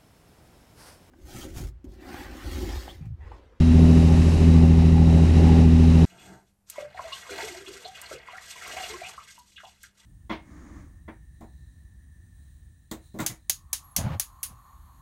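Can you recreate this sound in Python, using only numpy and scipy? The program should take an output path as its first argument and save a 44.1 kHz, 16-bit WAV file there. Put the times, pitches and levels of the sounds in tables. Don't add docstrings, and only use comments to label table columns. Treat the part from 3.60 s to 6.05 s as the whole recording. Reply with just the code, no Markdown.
import sys
import numpy as np
from scipy import signal
from scipy.fft import rfft, irfft, next_fast_len
from scipy.io import wavfile

SR = 44100
rng = np.random.default_rng(int(sys.argv[2]) if len(sys.argv) > 2 else 0)


def wav_record(signal):
    frames = np.transpose(np.atleast_2d(signal))
    bounded = np.clip(frames, -1, 1)
    quanta = np.round(bounded * 32767).astype(np.int16)
    wavfile.write(sys.argv[1], SR, quanta)


N = 108177


def exhaust():
    # time_s, rate_hz
    firing = [(0, 81.57), (.5, 81.88), (1.45, 81.85), (1.9, 81.65), (2.45, 81.8)]
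    # time_s, level_db
    openness = [(0, -31.5), (.1, -34.5), (.19, -26.5), (.42, -28), (.6, -30), (.75, -30), (.88, -28),
                (1.02, -28.5), (1.15, -31), (1.4, -30), (1.57, -26.5), (1.68, -30.5), (1.8, -27),
                (2.0, -27), (2.12, -31.5), (2.3, -30.5), (2.45, -27)]
    firing_hz, = in_time(firing)
    open_db, = in_time(openness)
    phase = 2 * np.pi * np.cumsum(firing_hz) / SR
    breath = rasp(phase, open_db)
    return drone(phase) + flutter(phase, firing_hz.mean(), open_db) + breath + gurgle(phase)


def drone(phase):
    # time_s, first_db, second_db, third_db
    harmonics = [(0, -18, -18.5, -23), (.12, -16, -26, -17), (.17, -14, -16.5, -20.5),
                 (.34, -16, -17.5, -18.5), (.46, -16, -18.5, -24.5), (.68, -16.5, -22.5, -25.5),
                 (.75, -17, -26, -38), (.8, -17.5, -26, -30), (.86, -14.3, -18, -22.5),
                 (1.0, -14.7, -17, -19.5), (1.17, -15.7, -18.7, -24.5), (1.45, -16, -18, -24),
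                 (1.645, -16, -17.5, -26), (1.7, -15.3, -35, -31), (1.78, -14.8, -18.5, -24),
                 (2.02, -15.3, -18, -21), (2.22, -15, -20.5, -19.5), (2.45, -15.8, -16, -23.5)]
    return sum(np.sqrt(2) * from_db(db) * np.cos(k * phase + (k > 1) * np.pi / 2)
               for k, db in enumerate(in_time(harmonics), start=1))


def flutter(phase, firing_hz, open_db):
    # cycle_multiple, relative_db
    cycle_tones = [(2, -12), (3, -2.5), (4, -7.5), (5, -2.5), (7, -12), (8, -17.5), (9, -2.5), (11, 0.5),
                   (13, -28), (14, -10.5), (15, -5.5), (16, -14.5), (17, -4.5), (19, -4.5), (20, -21),
                   (21, -5), (22, -12.5), (23, -11.5), (24, -15), (26, -21.5), (27, -6.5), (28, -14),
                   (29, -11), (30, -11.5), (33, -17.5), (35, -19.5), (40, -14), (43, -22), (44, -23),
                   (46, -22), (48, -23), (52, -20), (57, -22), (58, -21), (64, -25)]
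    cylinders, muffled_above_hz = 6, 400
    base_db = open_db.mean() - 1.3
    swing_db = 2.2 * (open_db - open_db.mean())
    tones = np.zeros(N)
    for multiple, relative_db in cycle_tones:
        ratio = multiple / cylinders
        swing_share = 1 / (1 + (muffled_above_hz / (ratio * firing_hz)) ** 2)
        level_db = base_db + relative_db + swing_share * swing_db
        unsteadiness = .5 + swing_share
        angle_rad = ratio * phase + rng.uniform(0, 2 * np.pi) + .4 * unsteadiness * drift(3.4)
        waver_db = 1.5 * unsteadiness * drift(3.8)
        tones += np.sqrt(2) * from_db(level_db + waver_db) * np.cos(angle_rad)
    return tones


def rasp(phase, open_db):
    # frequency_hz, density_db
    spectrum = [(90, -23), (150, -8), (250, -1), (320, -1.5), (400, -1.5), (480, -7.5), (580, -10),
                (700, -15), (900, -16), (1400, -30)]
    return from_db(open_db - 4) * coloured(puffs(phase, pulsing=.71), spectrum)


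def gurgle(phase):
    # peak_s, half_width_s, level_db
    surges = [(.36, .04, -45), (.50, .025, -34), (.57, .025, -44), (1.15, 0.077, -41), (1.38, .04, -37.5),
              (1.5, .03, -45), (1.6, .02, -40), (1.79, 0.056, -42), (1.9, .03, -31.5), (1.965, .014, -32),
              (2.04, .03, -41.5), (2.24, .04, -41), (2.42, 0.044, -44)]
    ring_hz, width_hz, rest_db = 800, 110, -51
    t = np.arange(N) / SR
    swell = from_db(rest_db) + sum(from_db(level_db) * np.exp(-((t - peak_s) / half_width_s) ** 2)
                                   for peak_s, half_width_s, level_db in surges)
    outlet = puffs(phase, pulsing=.8)
    for _ in range(2):
        outlet = resonance(outlet, ring_hz, width_hz)
    return swell * rms_one(outlet)


def bow_wave():
    # time_s, wash_db, spray_db
    levels = [(0.03, -41.5, -53), (0.4, -41, -49), (0.5, -41.5, -49.5), (0.69, -39.5, -47.5),
              (1.15, -43, -54.5), (1.2, -42, -53), (1.41, -44, -55), (1.57, -41.5, -51.5),
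              (2.0, -39.5, -52), (2.07, -43, -55), (2.29, -40.5, -51.5), (2.41, -40.5, -51)]
    # frequency_hz, density_db
    wash_spectrum = [(400, 0.5), (800, 0), (1100, 1), (1350, -2.5), (1600, -4), (1950, 0.5), (2250, -3),
                     (2700, 0.5), (2950, -2), (3150, -5.5), (3550, -8.5), (3850, -0.5), (4250, -9),
                     (5000, -10), (5500, -9), (7000, -18), (11000, -28)]
    # frequency_hz, density_db
    spray_spectrum = [(3000, -15), (4500, 0.5), (6200, 0.5), (7000, -1.5), (7800, -2.5), (9000, -6),
                      (10500, -7), (12000, -11)]
    drops_per_s = 2500
    wash_db, spray_db = in_time(levels)
    flicker_db = .64 * drift(17)
    wash = from_db(wash_db + 1.77 + flicker_db) * coloured(rng.standard_normal(N), wash_spectrum)
    drop_db = 3 * np.minimum(rng.exponential(1, N), 5)
    impulses = from_db(drop_db) * rng.choice([-1, 1], N)
    drops = rms_one(impulses * (rng.random(N) < drops_per_s / SR))
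    fizz = rng.standard_normal(N) + .42 * drops
    return wash + from_db(spray_db + 1.5) * coloured(fizz, spray_spectrum)


def wind():
    # frequency_hz, density_db
    spectrum = [(10, -26), (22, -6), (38, -4.5), (60, -3.5), (100, -10), (200, -14), (400, -25.5),
                (1000, -33.5)]
    level_db, gust_db = -32.5, 2
    return from_db(level_db + gust_db * drift(3.3)) * coloured(rng.standard_normal(N), spectrum)


def puffs(phase, pulsing):
    return rng.standard_normal(N) * np.exp(pulsing * np.cos(phase))


def resonance(x, centre_hz, width_hz):
    r = np.exp(-np.pi * width_hz / SR)
    return signal.lfilter([1, 0, -1], [1, -2 * r * np.cos(2 * np.pi * centre_hz / SR), r * r], x)


def coloured(x, spectrum):
    hz, db = np.transpose(spectrum)
    size = next_fast_len(N)
    bins_hz = np.maximum(np.arange(size // 2 + 1) * SR / size, 1)
    skirt = np.minimum(bins_hz / hz[0], 1) ** 2 * np.minimum(hz[-1] / bins_hz, 1) ** 2
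    gain = from_db(np.interp(np.log(bins_hz), np.log(hz), db))
    return rms_one(irfft(rfft(x, size) * skirt * gain, size)[:N])


def drift(corner_hz):
    hop, settle = 40, 2000
    r = np.exp(-2 * np.pi * corner_hz * hop / SR)
    noise = rng.standard_normal(N // hop + settle + 2)
    slow = signal.lfilter([1], [1, -2 * r, r * r], noise)[settle:]
    return np.interp(np.arange(N) / hop, np.arange(len(slow)), rms_one(slow))


def in_time(rows):
    time_s, *columns = np.transpose(rows)
    return [np.interp(np.arange(N) / SR, time_s, column) for column in columns]


def from_db(db):
    return 10 ** (np.asarray(db) / 20)


def rms_one(x):
    return x / np.sqrt(np.mean(x ** 2) + 1e-20)


def scene():
    return (exhaust() + bow_wave() + wind())[None, :]


def record(dry):
    fade_s, cutoff_hz = .002, 11900
    from_edge_s = np.minimum(np.arange(N), np.arange(N)[::-1]) / SR
    fade = np.minimum(from_edge_s / fade_s, 1)
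    lowpass = signal.ellip(12, .1, 80, cutoff_hz, fs=SR, output="sos")
    return signal.sosfilt(lowpass, dry * fade)


dry = scene()
out = record(dry)
wav_record(out)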